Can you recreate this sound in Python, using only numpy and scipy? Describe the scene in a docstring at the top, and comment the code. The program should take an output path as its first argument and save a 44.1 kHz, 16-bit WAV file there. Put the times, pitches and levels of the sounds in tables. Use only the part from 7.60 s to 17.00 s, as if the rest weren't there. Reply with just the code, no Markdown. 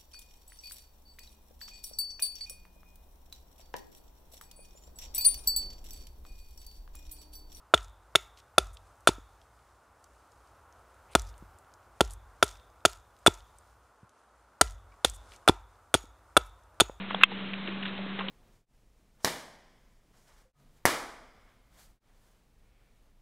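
"""A hatchet points a branch on a stump in a quiet forest, heard from close by, low on the moss.
Each blow is a bite that knocks the branch (dying sines), then fibres that tear and snap (shaped noise)
and ring the steel head (detuned modes), then a thud on the stump that shakes the ground (gliding sines).
Splinters spray, crumbs and chips patter down, and the trees throw the blow back as sparse echoes.
Behind it lie a drifting distant wash, cloth rustle and a low wavering hum, all coloured noise."""
import sys
import numpy as np
from scipy import signal
from scipy.fft import rfft, irfft
from scipy.io import wavfile
from scipy.ndimage import uniform_filter1d

SR = 44100
rng = np.random.default_rng(int(sys.argv[2]) if len(sys.argv) > 2 else 0)


def bounce(signal):
    """Save signal as a 16-bit WAV file at the path given by the first command-line argument."""
    frames = np.transpose(np.atleast_2d(signal))
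    limited = np.clip(frames, -1, 1)
    pcm = np.round(limited * 32767).astype(np.int16)
    wavfile.write(sys.argv[1], SR, pcm)


N = 414540


def amp(db):
    """Decibels to linear gain."""
    return 10 ** (np.asarray(db) / 20)


def evened(x):
    """Scales to rms 1."""
    return x / np.sqrt(np.mean(x ** 2) + 1e-20)


def read(points, hz):
    """Reads a curve between its points, along log frequency."""
    point_hz, value = np.transpose(points)
    return np.interp(np.log(hz + 1), np.log(point_hz + 1), value)


def add(mix, start_s, sound):
    """Lays a sound into the mix, cut off at the end."""
    part = mix[round(start_s * SR):][:len(sound)]
    part += sound[:len(part)]


def seconds(length_s):
    """Time axis in seconds."""
    return np.arange(round(length_s * SR)) / SR


def ring(modes, length_s):
    """Sum of dying sines, each falling 60 dB in its t60."""
    t = seconds(length_s)
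    return sum(amp(db - 60 * t / t60) * np.sin(2 * np.pi * hz * t) for hz, db, t60 in modes)


def tuned(modes, factor, upper_db):
    """The same modes gripped and struck elsewhere: those below 800 Hz shift, the upper ones gain or lose."""
    return [(hz * factor, db, t60) if hz < 800 else (hz, db + upper_db, t60) for hz, db, t60 in modes]


def above(x, hz):
    """High-pass."""
    return signal.lfilter(*signal.butter(2, hz, "high", fs=SR), x)


def coloured(x, spectrum):
    """Filters x to the spectrum, rms 1."""
    hz = np.fft.rfftfreq(len(x), 1 / SR)
    return evened(irfft(rfft(x) * amp(read(spectrum, hz)), len(x)))


def hump(noise, hz, octave_db):
    """Noise gathered round one pitch, octave_db down an octave away, rms 1."""
    octaves = np.abs(np.log2((np.fft.rfftfreq(len(noise), 1 / SR) + 1) / hz))
    return evened(irfft(rfft(noise) * amp(-octave_db * octaves ** 0.92), len(noise)))


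def held_steps(size):
    """Random values, each held for size samples."""
    return np.repeat(rng.standard_normal(N // size + 1), size)[:N]


def grit(grain_db, size):
    """Noise whose level jumps from one short grain to the next."""
    steps = held_steps(size)
    return rng.standard_normal(N) * amp(grain_db * steps)


# spectrum of the distant wash: pitch_hz, relative_level_db
WASH_COLOUR = [(60, -39), (130, -12.5), (200, -11), (450, -5), (900, -1.5), (1400, -2), (1650, -10.5),
               (2200, -18), (2900, -22.5), (4400, -31), (9000, -31), (12500, -39), (14500, -48),
               (15600, -72)]
# width of the wash: pitch_hz, side_against_middle_db
WASH_SIDE = [(60, -32), (180, -22.5), (550, -30.5), (1650, -35.5), (4970, -5.5), (15000, -6.5)]
# slow swells: time_s, wash_db, sleeve_and_glove_rustle_db (before the stir)
BREEZE = [(0.0, -64, -79), (0.7, -63, -80), (1.2, -63, -76), (1.7, -63.5, -75), (2.2, -64, -78),
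          (2.75, -62.5, -75.5), (3.1, -61, -77), (3.7, -59.5, -79), (4.3, -61.5, -78.5), (4.87, -61, -77),
          (5.4, -64, -78.5), (5.9, -63, -73), (6.25, -64.5, -78.5), (6.9, -64, -79.5), (7.45, -62, -77),
          (7.7, -59, -69), (8.05, -64, -78), (9.4, -63, -78)]
# spectrum of the cloth: pitch_hz, relative_level_db
RUSTLE = [(500, -13.5), (1500, -5.5), (2500, -4), (4500, -3), (7000, -2.5), (10000, -4.5), (12500, -19),
          (14500, -33), (15600, -50)]
# low hum wavering: time_s, level_db
HUM = [(0.0, -67), (1.7, -65.5), (2.2, -68), (3.3, -65), (3.8, -60), (4.1, -65), (6.1, -65), (6.55, -77),
       (7.1, -68), (9.4, -67)]
# spectrum of the hum: pitch_hz, relative_level_db
HUM_COLOUR = [(25, -39), (36, -18), (50, -11.5), (58, 1.5), (68, -9), (95, -9), (130, -18), (200, -44)]


def air():
    """Distant wash with drifting patches, rustle of cloth and a low hum, as middle and side."""
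    frames, hz = N // 256 + 5, np.fft.rfftfreq(1024, 1 / SR)
    a, b, c, d, patches = rng.standard_normal((frames, 513, 5)).T
    # smoothed across pitch, then time
    patches = evened(uniform_filter1d(uniform_filter1d(patches, 12, 0), 14, 1))
    grains = np.array([a + 1j * b, (c + 1j * d) * amp(read(WASH_SIDE, hz))[:, None]])
    grains = grains * amp(read(WASH_COLOUR, hz)[:, None] + 0.47 * patches)
    wash = signal.istft(grains, nperseg=1024, noverlap=768)[1][:, :N]
    t, (time_s, wash_db, rustle_db) = np.arange(N) / SR, np.transpose(BREEZE)
    out = wash / wash[0].std() * amp(np.interp(t, time_s, wash_db))

    cloth = [coloured(grit(1.8, size=60), RUSTLE) for _ in range(2)]
    drift = uniform_filter1d(uniform_filter1d(rng.standard_normal(N), 3000), 3000)
    stir_db = 1.5 * evened(drift) - .3  # cloth stirs unevenly
    side_cut_db = np.array([[0], [-9.0]])
    out += amp(stir_db) * cloth * amp(side_cut_db + np.interp(t, time_s, rustle_db))

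    hum = coloured(rng.standard_normal(N), HUM_COLOUR)
    out[0] += hum * amp(np.interp(t, *np.transpose(HUM)))
    return out


# how long the trees echo: pitch_hz, t60_s
TREES = [(150, 0.068), (350, .2), (650, .2), (1000, 0.58), (1350, 0.31), (2200, 0.43), (3500, 0.14),
         (6800, 0.35), (8500, .12), (12000, 0.14)]


def trees(x):
    """Sparse echoes of random sign, each band dying at its own speed; two unrelated tails."""
    taps = np.zeros((2, SR // 2))
    # one echo at a random place in every 20 samples
    at = np.arange(400, SR // 2 - 20, 20) + rng.integers(0, 20, (2, (SR // 2 - 401) // 20))
    np.put_along_axis(taps, at, rng.choice([-1., 1.], at.shape), 1)
    hz, t, bands = signal.stft(taps, SR, nperseg=256)
    fade = amp(-60 * t / read(TREES, hz)[:, None])
    tail = signal.istft(bands * fade, SR, nperseg=256)[1]
    return signal.oaconvolve(x[None], tail / np.linalg.norm(tail[0]), axes=1)[:, :N]


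# steady modes of the soil: pitch_hz, level_db, t60_s
GROUND = [(91, -13, 0.84), (58, -16.5, 0.51)]
# arrivals of the ground wave, the later ones back from roots and rock: delay_s, level_db
BOUNCES = [(.002, 4.5), (.125, -7), (.23, -16)]


def ground():
    """Roots and soil shake after each blow; the higher waves arrive first, so each arrival glides down."""
    soil, shake, t = np.zeros(N), np.zeros(SR), seconds(0.63)
    turns = 44. * t + 1.7 * (1 - np.exp(-t / .03))  # glides from about 100 to 44 Hz
    glide = amp(7.5 - 180.0 * t) * np.cos(2 * np.pi * turns) * (1 - np.exp(-t / 0.075))
    for delay_s, db in BOUNCES:
        add(shake, delay_s, amp(db) * glide)
    add(shake, 0, ring(GROUND, .9) * (1 - np.exp(-seconds(.9) / 0.051)))
    for s, *_, shake_db, _, _, _, _ in BLOWS:
        add(soil, s, amp(shake_db) * shake)
    return soil


CHIP_DELAY_S, CHIP_OVER_CRUMBS_DB = .05, 0.1  # chips fall by chance after a blow
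STRAY_DB, TICK_SPREAD_DB = -69, 2.0  # floor of the strays; chance lifts any tick


def small_ticks():
    """Rows like TICKS by chance: a few chips after every blow, and strays at any time."""
    chips = [(s + .02 - CHIP_DELAY_S * np.log(u), crumb_db + CHIP_OVER_CRUMBS_DB + 4.0 * np.log(u), v, w)
             for s, *_, crumb_db, _, _, _ in BLOWS for u, v, w in rng.random(size=(9, 3))]
    strays = [(u * N / SR, STRAY_DB, v, w) for u, v, w in rng.random(size=(30, 3))]
    return [(s, db - TICK_SPREAD_DB * np.log(v), 2800 * 3.3 ** w) for s, db, v, w in chips + strays]


# chips and twigs ticking: start_s, level_db, pitch_hz
TICKS = [(0.177, -29.5, 2600), (0.2084, -49.5, 3590), (0.2454, -47.5, 6160), (0.7742, -52, 3340),
         (0.801, -48.5, 3430), (1.071, -52, 7100), (1.4067, -57, 8800), (1.1707, -46, 3800),
         (1.8155, -54, 3420), (2.4418, -48.5, 7360), (2.72, -60, 6000), (2.8737, -60, 6000),
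         (3.1249, -55, 6100), (3.5957, -32, 6020), (3.619, -39, 8400), (3.741, -55, 2925),
         (3.7798, -51.5, 8840), (3.9867, -51, 8370), (4.139, -53, 6000), (4.4494, -42, 6200),
         (4.5077, -39, 8160), (4.5351, -37.5, 9040), (4.8414, -27, 9000), (4.8794, -38, 6120),
         (4.955, -50.5, 2630), (5.315, -48, 8000), (5.566, -58, 4190), (5.5904, -59, 8000),
         (5.741, -42, 6990), (5.8048, -52, 3520), (5.9857, -50, 8360), (6.4935, -55, 6250),
         (7.0743, -53, 3940), (7.1084, -47, 8700), (7.4981, -32, 8200), (7.5627, -50.5, 8500),
         (7.7202, -47, 3030), (7.7623, -49.5, 6560), (8.8114, -48.5, 3590)]
# brief swishes and rubs of hand, cloth and blade:
# start_s, length_ms, level_db (before the stutter), pitch_hz, steepness_db (an octave away)
SWISHES = [(.762, 52, -61, 4000, 6), (1.125, 35, -61, 9300, 14), (8.85, 35, -64, 11000, 20),
           (3.48, 75, -62, 2400, 22), (3.51, 40, -62, 3800, 18), (7.312, 30, -68, 2300, 70),
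           (7.312, 40, -64, 1030, 40), (3.505, 43, -60, 9000, 22), (3.65, 72, -59, 5500, 9),
           (4.5, 45, -54, 8500, 8), (7.53, 45, -52, 8700, 22), (7.69, 100, -59, 2500, 5)]
# spectra of tearing fibres and of falling crumbs: pitch_hz, relative_level_db
FIBRES = [(600, -28.5), (1500, -4), (2500, 0.5), (4500, -0.5), (7000, -4.5), (10000, -4.5), (12000, -17.5),
          (15500, -22.5)]
CRUMBS = [(800, -19), (2000, 0), (4000, 3), (7000, 6), (10000, 0), (13000, -8), (15500, -12)]
TEAR_DB, CRUMBS_FALL_S = -33, .13  # fibres tear all through a cut; crumbs keep falling after it
TICK_TOP_HZ = 11000  # ticks and swishes are dull above this


def splinters():
    """Noise bursts: tearing under the edge, sharp cracks, spray, raining crumbs, single ticks, swishes."""
    tear, rain, out, swish = np.zeros((4, N))
    t = seconds(.4)
    for s, _, _, _, thud_ms, _, _, crumb_db, _, _, spray_db in BLOWS:
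        after = np.maximum(t - thud_ms / 1000, 0)
        add(tear, s, amp(TEAR_DB - 2500. * after) + amp(spray_db - 500. * t))
        add(rain, s, amp(crumb_db - 90. * t) / (1 + np.exp((t - CRUMBS_FALL_S) / .02)))
    for s, crack_db, *_ in SNAPS:
        add(tear, s, amp(crack_db - 8300.0 * seconds(.01)))

    t, ticks = seconds(.05), TICKS + small_ticks()
    for (s, db, hz), noise in zip(ticks, rng.standard_normal((len(ticks), len(t)))):
        fade = amp(db - 6000. * t) + amp(db - 19. - 1100. * t)  # sharp click, softer tail
        add(out, s, fade * hump(noise, hz, 15.0))
    for (s, ms, db, hz, octave_db), noise in zip(SWISHES, rng.standard_normal((len(SWISHES), SR))):
        rub = hump(noise, hz, octave_db)[:round(ms / 1000 * SR)]
        add(swish, s, amp(db) * rub * signal.windows.tukey(len(rub), .8))

    fibres = coloured(grit(3.5, size=20), FIBRES)
    out += swish * amp(3.5 * held_steps(120) - 1.5)  # rubbing stutters
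    out = signal.lfilter(*signal.butter(2, TICK_TOP_HZ, fs=SR), out)
    return out + tear * fibres + rain * coloured(grit(5.5, size=70), CRUMBS)


# fibres giving way: start_s, crack_db, branch_knock_db, head_low_db, head_middle_db, head_high_db
SNAPS = [(0.1405, -29, -32.5, -17, -25, -31), (0.1432, -24, -32, -8.5, -33, -33),
         (0.5545, -26, -40, -26, -36, -42), (0.5571, -9, -36, -8, -18.5, -28),
         (0.5618, -26, -40, -28, -24, -30), (0.9825, -19, -16, -18, -24, -18),
         (0.9836, -15, -31.5, -10, -30, -18), (1.4731, -17, -38.5, -20, -31, -30),
         (1.4754, -24, -36.5, -16.5, -33, -17), (1.4787, -18, -31, -14, -24, -18),
         (3.5522, -11, -32.5, -14, -30, -29), (3.5568, -22, -14.5, -20, -38, -36),
         (4.4082, -14, -34.5, -16.5, -29, -27), (4.4104, -19, -19, -17, -31, -27),
         (4.8264, -18, -41.5, -19, -35, -36), (4.8291, -12, -37, -16, -29, -27),
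         (5.2525, -16, -41, -20, -28, -26), (5.2545, -24, -24, -21, -29, -24),
         (5.2567, -8, -38, -18, -17, -26), (5.6628, -18, -38.5, -20, -35, -24),
         (5.666, -28, -38, -24.5, -36, -17), (5.6705, -29.5, -27, -8, -25, -22),
         (5.6728, -12, -24, -9, -33, -18), (7.0125, -12, -30, -28, -16, -11),
         (7.0142, -10, -12, -26, -18, -9), (7.0165, -24, -33, -35, -30, -30),
         (7.4481, -17, -17, -9, -20, -15), (7.8775, -21.5, -42.5, -21.5, -38, -29),
         (7.8845, -30, -16, -22, -43, -33), (7.887, -21, -15, -8, -38, -24),
         (7.8963, -36, -20, -22.5, -47, -50), (8.3415, -14, -31.5, -12.5, -27, -12.5),
         (8.3451, -40, -24, -17, -32, -31), (8.3478, -31, -21, -19, -34, -30),
         (8.7674, -30, -41, -23, -29, -18), (8.7704, -21, -30.5, -11, -27, -25),
         (8.7727, -25, -38, -12, -28, -16), (8.7742, -21, -13, -13.5, -27, -14),
         (9.2009, -30, -28.5, -14, -38, -30), (9.2033, -19, -25.5, -19, -29, -14),
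         (9.2067, -13.5, -13, -13, -22, -10.5), (9.2083, -17, -30, -8, -18, -24)]
# modes of the steel head: pitch_hz (before the grip), level_db, t60_s
HEAD = [(3507, -6.5, 0.098), (3400, -8.5, 0.028), (3595, -11.5, .04), (3050, -15.5, 0.0067),
        (6880, -2.5, .07), (8650, -2.5, 0.027), (9300, -6, 0.017), (11300, -15.5, .02)]
# blurred ring that the head keeps: pitch_hz, relative_level_db
LINGER = [(2700, -30), (3250, -12), (3400, -2), (3600, -1), (3800, -7), (4300, -28)]


def steel():
    """Each snap rings the head afresh, detuned by the grip of the wood, which chokes it as the cut ends."""
    head, free, low_linger, middle_linger = np.zeros((4, N))
    starts = np.array([row[0] for row in SNAPS] + [N / SR])
    for (s, _, _, *levels_db), grip in zip(SNAPS, rng.standard_normal((len(SNAPS), len(HEAD)))):
        # low, middle and high modes part at 5000 and 7500 Hz
        modes = [(hz * (1 + .012 * g), db + levels_db[np.digitize(hz, [5000, 7500])], t60)
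                 for (hz, db, t60), g in zip(HEAD, grip)]
        late = np.maximum(seconds(.1) - (starts[starts > s].min() - s), 0)  # the next jolt damps this ring
        add(head, s, ring(modes, .1) * amp(-9000. * late))

    t = seconds(.06) - .002
    for s, _, _, _, thud_ms, *_, low_db, middle_db, _ in BLOWS:
        add(free, s - .002, amp(-4000. * np.maximum(t - thud_ms / 1000, 0)))
        add(low_linger, s + thud_ms / 1000, amp(low_db - 100. * seconds(.5)))
        add(middle_linger, s + thud_ms / 1000, amp(middle_db - 200.0 * seconds(.5)))
    # a blurred ring hangs on
    low = low_linger * coloured(rng.standard_normal(N), LINGER)
    middle = middle_linger * hump(rng.standard_normal(N), 6750., 700.)
    return head * free + low + middle


# hatchet blows: start_s, bite_db, branch_pitch_factor, branch_upper_modes_db, thud_delay_ms, thud_db,
# ground_shake_db, crumbs_db, head_low_linger_db, head_middle_linger_db, splinter_spray_db
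BLOWS = [(0.1386, -6.5, 1.09, 4.5, 8.5, -21, -36, -53, -56, -60, -49),
         (0.5524, -12, 1.03, 3.3, 8.6, -26, -51, -56, -55, -63, -45.5),
         (0.9809, -6.5, 1.016, 1.2, 5.96, -22, -34.5, -56, -59, -71, -41),
         (1.4736, -6, 1.08, 4.5, 16.6, -13.2, -39, -58.5, -58.5, -59, -33),
         (3.5512, -6, 1.04, -2.5, 4.73, -11, -30.5, -55, -59.5, -65, -42),
         (4.4068, -6.5, 1.12, -4.5, 5.54, -11.5, -31.5, -54, -59.5, -69.5, -45),
         (4.8269, -7, 1.08, 2.5, 8.3, -21, -42, -49, -54, -68.5, -48),
         (5.2515, -5.5, 1.06, 0.4, 8.9, -20, -46, -50, -61, -76, -50),
         (5.664, -5, 1.09, 1.9, 15.1, -9, -41.5, -52.5, -58, -61, -40),
         (7.0112, -9, 1.01, -3, 7.3, -20, -32, -51.5, -60, -69, -40.5),
         (7.4462, -16.5, 0.836, -4, 3.8, -21, -35.5, -52, -53, -63, -32),
         (7.878, -7, 1.14, 0.9, 16.4, -5.5, -39, -63, -62, -67, -39),
         (8.3417, -12.5, 1.04, 2.4, 7.8, -14, -43.5, -56, -60, -53, -33.5),
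         (8.7672, -8.5, 1.01, 6.0, 7, -17, -39, -59, -58, -68, -50.5),
         (9.2006, -18.5, 1.44, 9.5, 15, -14, -41, -59.2, -57, -52, -39.5)]
# modes of the branch and of the stump, before tuning: pitch_hz, level_db, t60_s
BRANCH = [(633, 0.5, 0.0155), (1355, 1, 0.017), (2213, -12.5, 0.006), (380, -21, .08), (1000, -16, .02)]
STUMP = [(364, 3, 0.017), (895, -2, 0.013), (170, -14.5, 0.025), (96, -17, 0.067)]
# soft bumps on stump and moss: start_s, level_db, pitch_hz
BUMPS = [(1.583, -38.5, 291), (3.824, -39, 195), (6.431, -42.5, 115), (8.44, -41.5, 300), (9.297, -27, 556)]
STUMP_PITCH, STUMP_SAG_PER_DB = .93, .008  # factor at 0 dB; a harder thud sounds lower


def wood():
    """Struck wood as dying sines: bite and knocks in the branch, thud and bumps on the stump."""
    branch, stump = np.zeros(N), np.zeros(N)
    for s, bite_db, factor, upper_db, thud_ms, thud_db, *_ in BLOWS:
        add(branch, s, amp(bite_db) * ring(tuned(BRANCH, factor, upper_db), .1))
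        stump_modes = tuned(STUMP, STUMP_PITCH - STUMP_SAG_PER_DB * thud_db, 0)
        add(stump, s + thud_ms / 1000, -amp(thud_db) * ring(stump_modes, .1))
    for (s, _, knock_db, *_), chance in zip(SNAPS, rng.random(len(SNAPS))):
        add(branch, s, amp(knock_db) * ring(tuned(BRANCH, 1.0 + .3 * chance, 3.0), .1))
    for s, db, hz in BUMPS:
        modes = [(hz, -2, 5.9 / hz + .004), (1.533 * hz, -6, 5.2 / hz)]
        add(stump, s, amp(db) * ring(modes, .1))
    soft = signal.windows.hann(11)  # the edge sinks in over a fraction of a millisecond
    return np.convolve(above(branch, 390.0) + above(stump, 70.), soft / soft.sum())[:N]


def scene():
    """Everything sits near the middle; the sides add a little scatter, echo, shake and air."""
    near, soil = wood(), ground()
    bright = steel() + splinters()
    echo, other_echo = trees(near + bright)
    scatter = signal.oaconvolve(bright, evened(rng.standard_normal(24)) / 5)[:N]  # smears the treble
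    middle, side = air()
    middle = middle + near + soil + bright + amp(-30.0) * echo
    side = side + amp(-25.) * scatter + amp(-54.5) * other_echo
    side = side + amp(-34.0) * np.roll(near, 40) + amp(-30.0) * np.roll(soil, 200)
    return np.array([middle + side, middle - side])


EDGE_HZ = 15650


def record(dry):
    """The loudest peaks round off at full scale; then the band limit."""
    held = dry / (1 + np.abs(dry) ** 6) ** (1 / 6)
    low_pass = signal.firwin(511, EDGE_HZ, window=("kaiser", 9), fs=SR)
    return signal.oaconvolve(held, low_pass[None], "same")


dry = scene()
out = record(dry)
bounce(out)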